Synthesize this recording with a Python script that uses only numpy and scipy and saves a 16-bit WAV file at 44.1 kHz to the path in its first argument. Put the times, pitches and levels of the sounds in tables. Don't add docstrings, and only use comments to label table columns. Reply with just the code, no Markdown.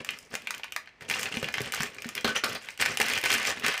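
import sys
import numpy as np
from scipy import signal
from scipy.fft import rfft, irfft
from scipy.io import wavfile
from scipy.ndimage import uniform_filter1d

SR = 44100
rng = np.random.default_rng(int(sys.argv[2]) if len(sys.argv) > 2 else 0)


def wav_record(signal):
    frames = np.transpose(np.atleast_2d(signal))
    bounded = np.clip(frames, -1, 1)
    quanta = np.round(bounded * 32767).astype(np.int16)
    wavfile.write(sys.argv[1], SR, quanta)


def convert_level_to_amplitude(level_db):
    exponent = np.asarray(level_db, float) / 20
    return 10 ** exponent


N = 167580

# f/Hz, level/dB
AIR_COLOUR = [(30, 2), (300, -6), (1500, -8), (2100, -2), (3200, -14), (6000, -22), (12000, -42)]
# f/Hz, T60/s
ROOM_DECAY = [(300, 0.23), (2000, .22), (6000, 0.19), (13000, 0.16)]
# t/s, level/dB, ring f/Hz, ring level above knock/dB
SPOON_HITS = [
    (2.245, -21, 1436, -9),
    (2.276, -27, 1492, -1),
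    (2.363, -38, 5970, 9),
    (2.437, -22.5, 1405, -1),
    (2.553, -34.5, 4710, -1),
]
# f/Hz, level/dB
KNOCK_COLOUR = [(150, -14), (700, 1.5), (4500, -2), (6500, -18), (15000, -26.5)]
# t/s, level/dB, f/Hz
THUMPS = [(0.336, -33, 196), (0.338, -22, 490), (1.016, -36, 115), (1.103, -31, 188), (1.339, -27.5, 190),
          (1.369, -18.5, 234), (1.427, -23, 146), (1.427, -15, 520), (1.577, -30, 130), (1.605, -22, 118),
          (1.604, -16.5, 400), (1.801, -21.5, 147), (2.056, -23, 230), (2.247, -20, 222), (2.245, -18, 427),
          (2.248, -19, 840), (2.438, -32, 495), (2.999, -13, 488), (3.236, -21.5, 382), (3.49, -18, 495),
          (3.645, -27, 240)]
# start t/s, length/s, level/dB, fine creases above/dB, rumble above/dB
SQUEEZES_LIGHT = [(0, 0.031, -33, -12, -0.5), (0.055, 0.14, -43.5, -11.5, -9), (0.174, 0.14, -57, -2, -4),
                  (0.299, 0.09, -46.5, -3.5, -1.5), (0.389, 0.23, -51, -12, -6),
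                  (0.626, 0.287, -63, -12, -4.5), (1, 0.095, -48.5, -9.5, -1.5),
                  (1.079, 0.23, -34.5, -6, -10.5), (1.304, 0.23, -40, -6.5, -4.5),
                  (1.528, 0.2, -38.5, -8, -8.5), (1.721, 0.16, -36, -7, -9), (1.816, 0.35, -48.5, -8.5, -5),
                  (2.146, 0.1, -38.5, -14, -10.5)]
SQUEEZES_FIRM = [(2.245, 0.1, -33.5, -11, -3), (2.347, .055, -22, -12.5, -17),
                 (2.435, 0.16, -35.5, -7.5, -7), (2.602, 0.17, -48, -5, -12),
                 (2.788, 0.076, -26.5, -5.5, -12.5), (2.853, 0.12, -34.5, -8.5, -6),
                 (2.972, 0.041, -30.5, -11, -14), (2.997, 0.052, -25.5, -11, -8.5),
                 (3.036, 0.18, -29.5, -8, -12.5), (3.227, 0.086, -27.5, -9, -14.5),
                 (3.292, 0.1, -25, -4.5, -11), (3.375, 0.11, -31.5, -8, -15.5),
                 (3.456, 0.093, -27, -7, -14), (3.545, 0.11, -41.5, -11, -6.5),
                 (3.627, 0.1, -26, -11.5, -12), (3.703, 0.12, -34, -9.5, -24)]
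# f/Hz, level/dB
RUMBLE_COLOUR = [(30, -28), (70, -5.5), (230, -0.5), (500, -0.5), (1000, -16), (3000, -63)]
# f/Hz, level/dB
FILM_COLOUR = [(150, -38.5), (600, -12), (1200, -8.5), (2300, 0.5), (3600, 5), (6000, -8.5), (15000, -50)]
# f/Hz, level/dB
TICK_COLOUR = [(2500, -29), (5000, 2.5), (8000, 0.5), (15500, -8)]
# t/s, body level/dB, panel f/Hz, tick level above body/dB
SNAPS_HELD = [(0.0474, -23.5, 2250, -8), (0.0899, -11.5, 2810, -26), (0.107, -39, 2800, 5),
              (0.1381, -33, 2220, -28), (0.188, -36.5, 2800, 0), (0.3408, -19, 1760, -15),
              (0.3529, -15.5, 2120, -10), (0.4209, -32.5, 2630, -13), (0.4719, -14.5, 2870, -19.5),
              (0.5071, -16, 1670, -10.5), (0.541, -20.5, 2660, -31), (0.5478, -32, 2210, -3),
              (0.58, -32, 2720, -5.5), (0.597, -30, 1290, -22), (0.634, -18.5, 2790, -39),
              (0.6428, -24.5, 1220, -13), (0.6814, -33, 2380, -32), (0.7056, -47, 3000, -13),
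              (0.8592, -40, 3040, -21), (0.891, -37, 2680, -29), (0.7224, -21.5, 2730, -11),
              (0.7632, -12.5, 1960, -15), (0.8741, -29.5, 2140, -50), (1.0092, -30, 1180, -19),
              (1.0218, -28, 2210, -21)]
# t/s, body level/dB, tick level above body/dB
SNAPS_OPENED = [(1.0989, -13, -12), (1.1116, -11, -19), (1.1161, -29, -8), (1.1387, -13.5, -34),
                (1.173, -33, -18), (1.194, -18.5, -10.5), (1.2314, -16.5, -8.5), (1.2569, -15.5, -25),
                (1.324, -18.5, -34), (1.3419, -19.5, -28), (1.3706, -14.5, -21), (1.4285, -18, -16),
                (1.4437, -14, -23), (1.487, -16.5, -21), (1.5408, -11.5, -20), (1.5822, -13, -30),
                (1.6057, -19.5, -16), (1.6593, -25.5, -33), (1.7222, -17, -8.5), (1.7381, -16.5, -13),
                (1.747, -25.5, 1), (1.7777, -21, -26), (1.8056, -13.5, -17), (1.8326, -14.5, -9.5),
                (1.9847, -23, -37), (2.0214, -24, -9.5), (2.045, -21, -28), (2.09, -23.5, -6.5),
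                (2.1521, -22, -4.5), (2.178, -13.5, -22)]
# t/s, body level/dB, panel f/Hz, tick level above body/dB
SNAPS_RUMMAGED = [(2.6872, -19, 2300, -23), (2.7764, -29.5, 2780, -9), (2.799, -18, 1810, -21),
                  (2.8052, -32, 2020, -14), (2.8134, -14, 2600, -7), (2.8232, -7.5, 2400, -17),
                  (2.8538, -14, 2140, -15), (2.86, -6.5, 2130, -15), (2.932, -40, 2430, -7),
                  (2.9723, -12, 2520, -9), (3.0016, -9, 2380, -11), (3.0085, -11.5, 1070, -24),
                  (3.0150, -7.5, 2380, -12), (3.042, -19, 2500, -18), (3.084, -16.5, 2370, -8.5),
                  (3.1, -16, 2100, -12), (3.1357, -13.5, 2660, -11), (3.1770, -11.5, 2360, -17),
                  (3.214, -21, 2660, -10), (3.229, -21, 2170, -21), (3.2392, -13.5, 2160, -12),
                  (3.2531, -15, 2400, -11), (3.2588, -10, 1930, -14), (3.275, -20, 2330, -13),
                  (3.3032, -8.5, 3060, -15.5), (3.318, -23, 2300, 2), (3.3260, -10.5, 2500, -20),
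                  (3.3398, -14, 1950, -8), (3.349, -15, 2900, -26), (3.3827, -16, 2040, -17),
                  (3.4, -19, 2200, -16), (3.4170, -24, 2000, -20), (3.4306, -16, 2140, -20),
                  (3.4512, -11.5, 2350, -17), (3.4740, -22, 2000, -12), (3.5053, -14, 1280, -20),
                  (3.5723, -24, 1540, -29), (3.5974, -26, 2840, -8.5), (3.623, -24.5, 1860, -28),
                  (3.6378, -27, 2310, -26), (3.6472, -14, 1950, -24), (3.6641, -8, 2100, -14),
                  (3.6828, -16.5, 2200, -5.5), (3.7418, -15.5, 2070, -20), (3.778, -18, 2700, -11.5)]
# t/s, level/dB
LONE_TICKS = [(1.21, -38), (1.525, -45), (1.576, -44), (1.617, -33), (1.659, -43), (1.821, -34),
              (2.246, -35), (1.871, -46), (1.946, -46), (2.048, -49), (2.067, -46), (2.2098, -40),
              (2.294, -46), (2.4433, -26), (2.495, -41), (2.5498, -38), (2.648, -49.5), (2.704, -47),
              (2.927, -47), (3.028, -32), (3.063, -36), (3.129, -37), (3.186, -35), (3.293, -37),
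              (3.465, -42)]

AIR_DB, ROOM_DB, TICK_ROOM_DB = -61, -6, -8
BODY_DB, TICK_DB, THUMP_DB, CRACKLE_DB = -11.5, -4.5, -11.5, -3
PANEL_T60_S, TICK_T60_S, KNOCK_T60_S, SPOON_T60_S = 0.022, 0.011, 0.058, 0.17
PANEL_HZ, TICK_HZ = (1400, 3280), (3860, 12200)
PANEL_WIDTH_HZ, PANEL_SHARE = 1110, 0.58
CRACK = 4.4
THUMP_TURNS = 1.47
CRACKLES_PER_S, SPREAD_DB = (500, 1000), (5.3, 4.1)
TICKS_PER_S, TICK_SPREAD_DB = 480, 4.8
GRIP_S, RELEASE_S = 0.015, 0.047
HOLLOW_HZ, HOLLOW_GAIN = 231, 1
NOTCH_HZ, NOTCH_WIDTH_HZ, NOTCH_DEPTH = 11050, 900, 0.7


def evened(x):
    return x / np.sqrt(np.mean(x ** 2) + 1e-20)


def read(points, hz):
    f, value = np.transpose(points)
    return np.interp(np.log(hz + 1), np.log(f + 1), value)


def add(mix, s, sound):
    part = mix[round(s * SR):][:len(sound)]
    part += sound[:len(part)]


def coloured(x, points):
    half = np.log(convert_level_to_amplitude(read(points, np.fft.rfftfreq(4096, 1 / SR))))
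    log_gain = np.r_[half, half[-2:0:-1]]
    phase = signal.hilbert(log_gain).imag
    taps = np.fft.ifft(np.exp(log_gain - 1j * phase)).real
    return signal.oaconvolve(x, taps[:2048])[:len(x)]


def burst(noise, t60, colour, hz=0):
    t = np.arange(len(noise)) / SR
    x = coloured(noise * convert_level_to_amplitude(-60 * t / t60), colour)
    if hz:
        early = t[:200]
        panel = np.exp(-np.pi * PANEL_WIDTH_HZ * early) * np.sin(2 * np.pi * hz * early)
        ring = np.convolve(x, panel)[:len(t)]
        x = PANEL_SHARE * evened(ring) + (1 - PANEL_SHARE) * evened(x)
    return x / np.sqrt(np.mean(x[:130] ** 2))


def air():
    spectrum = rfft(rng.standard_normal(N)) * convert_level_to_amplitude(read(AIR_COLOUR, np.fft.rfftfreq(N, 1 / SR)))
    return convert_level_to_amplitude(AIR_DB) * evened(irfft(spectrum, N))


def room(x):
    taps, size = np.zeros((3, SR // 2)), (3, SR // 40 - 6)
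    at = 90 + 20 * np.arange(size[1]) + rng.integers(0, 20, size)
    np.put_along_axis(taps, at, rng.choice([-1., 1.], size), 1)
    hz, t, z = signal.stft(taps, SR, nperseg=128)
    decay = convert_level_to_amplitude(-60 * t / read(ROOM_DECAY, hz)[:, None])
    tails = signal.istft(z * decay, SR, nperseg=128)[1]
    tails = tails / np.linalg.norm(tails, axis=1, keepdims=True)
    turn = 2 * np.pi * (23 * np.arange(N) / SR + np.arange(3)[:, None] / 3)
    fed = x * np.sqrt((1 + np.cos(turn)) / 3)
    return signal.fftconvolve(fed, tails, axes=1)[:, :N].sum(0)


def spoon():
    out, t = np.zeros(N), np.arange(4000) / SR
    for s, db, hz, ring_db in SPOON_HITS:
        noise = rng.standard_normal((2, 4000))
        wobble = np.cumsum(0.13 * noise[1])
        decay = convert_level_to_amplitude(ring_db - 60 * t / SPOON_T60_S * np.sqrt(hz / 1500))
        ring = decay * np.sin(2 * np.pi * hz * t + wobble)
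        add(out, s, convert_level_to_amplitude(db) * (burst(noise[0], KNOCK_T60_S, KNOCK_COLOUR) + ring))
    return out


def thumps():
    out = np.zeros(N)
    for s, db, hz in THUMPS:
        turns = np.arange(0, 8, hz / SR)
        wobble = np.cumsum(0.067 * rng.standard_normal(len(turns)))
        envelope = np.minimum(turns * 2, 1) * np.exp(-turns / THUMP_TURNS)
        add(out, s, convert_level_to_amplitude(db + THUMP_DB) * 2 * np.sin(2 * np.pi * turns + wobble) * envelope)
    return out


def swarm(per_s, spread_db, shapes):
    when, big = rng.random(N), rng.exponential(1, N)
    pick, slow = rng.integers(0, len(shapes), N), rng.standard_normal(N)
    drift = uniform_filter1d(uniform_filter1d(slow, 500), 500)
    clumps = np.exp(0.3 * evened(drift))
    size = convert_level_to_amplitude(spread_db * np.minimum(big, 3)) * (when < clumps * per_s / SR)
    layers = (signal.oaconvolve(size * (pick == k), shape)[:N] for k, shape in enumerate(shapes))
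    return evened(sum(layers))


def crackle():
    t, noise = np.arange(N) / SR, rng.standard_normal((2, 30, 1500))
    squeezes = np.array(SQUEEZES_LIGHT + SQUEEZES_FIRM)
    start, length, effort_db, fine_db, rumble_db = squeezes.T[..., None]
    grip = np.minimum((t - start) / GRIP_S, (start + length - t) / RELEASE_S)
    level = convert_level_to_amplitude(effort_db + CRACKLE_DB) * np.clip(grip, 0, 1)
    firm = 1 * (t > SQUEEZES_FIRM[0][0])

    panels = [burst(n, PANEL_T60_S, FILM_COLOUR, hz) for n, hz in zip(noise[0], np.geomspace(*PANEL_HZ, 30))]
    ticks = [burst(n, TICK_T60_S, TICK_COLOUR, hz) for n, hz in zip(noise[1], np.geomspace(*TICK_HZ, 30))]
    rubs = [burst(n, 0.031, RUMBLE_COLOUR) for n in rng.standard_normal((20, 2000))]

    body = swarm(np.take(CRACKLES_PER_S, firm), np.take(SPREAD_DB, firm), panels)
    tick = swarm(TICKS_PER_S, TICK_SPREAD_DB, ticks)
    rumble = swarm(800, 2.0, rubs)
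    low = level.sum(0) * body + (level * convert_level_to_amplitude(rumble_db)).sum(0) * rumble
    return low, (level * convert_level_to_amplitude(fine_db)).sum(0) * tick


def snaps():
    body, tick = np.zeros((2, N))
    for s, db, *hz, tick_db in SNAPS_HELD + SNAPS_OPENED + SNAPS_RUMMAGED:
        noise = rng.standard_normal((2, 1500))
        any_hz = rng.uniform(*PANEL_HZ, 2).mean()
        noise[:, 0] = CRACK
        rattle = burst(noise[0], PANEL_T60_S, FILM_COLOUR, hz[0] if hz else any_hz)
        add(body, s, convert_level_to_amplitude(db + BODY_DB) * rattle)
        add(tick, s, convert_level_to_amplitude(db + tick_db + TICK_DB) * burst(noise[1], TICK_T60_S, TICK_COLOUR))
    for s, db in LONE_TICKS:
        add(tick, s, convert_level_to_amplitude(db) * burst(rng.standard_normal(1500), TICK_T60_S, TICK_COLOUR))
    return body, tick


def scene():
    small_body, small_tick = crackle()
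    body, tick = snaps()
    low = body + small_body + thumps() + spoon()
    high = tick + small_tick
    wet = room(convert_level_to_amplitude(ROOM_DB) * low + convert_level_to_amplitude(TICK_ROOM_DB) * high)
    wet = signal.lfilter(*signal.butter(2, 200, "high", fs=SR), wet)
    hollow = HOLLOW_GAIN * signal.lfilter(*signal.iirpeak(HOLLOW_HZ, 10, SR), low)
    mix = low + hollow + high + wet + air()
    return signal.lfilter(*signal.butter(2, 45, "high", fs=SR), mix)[None]


def band_limit(x):
    return signal.sosfilt(signal.butter(12, 16810, fs=SR, output="sos"), x)


def record(dry):
    b, a = signal.iirpeak(NOTCH_HZ, NOTCH_HZ / NOTCH_WIDTH_HZ, SR)
    dipped = dry - NOTCH_DEPTH * signal.lfilter(b, a, dry)
    soft = 0.6 * np.tanh(dipped / 0.6)
    edge = signal.firwin(255, 15550, window=("kaiser", 5), fs=SR)
    mix = signal.oaconvolve(soft, edge[None], "same")
    return band_limit(mix)


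dry = scene()
out = record(dry)
wav_record(out)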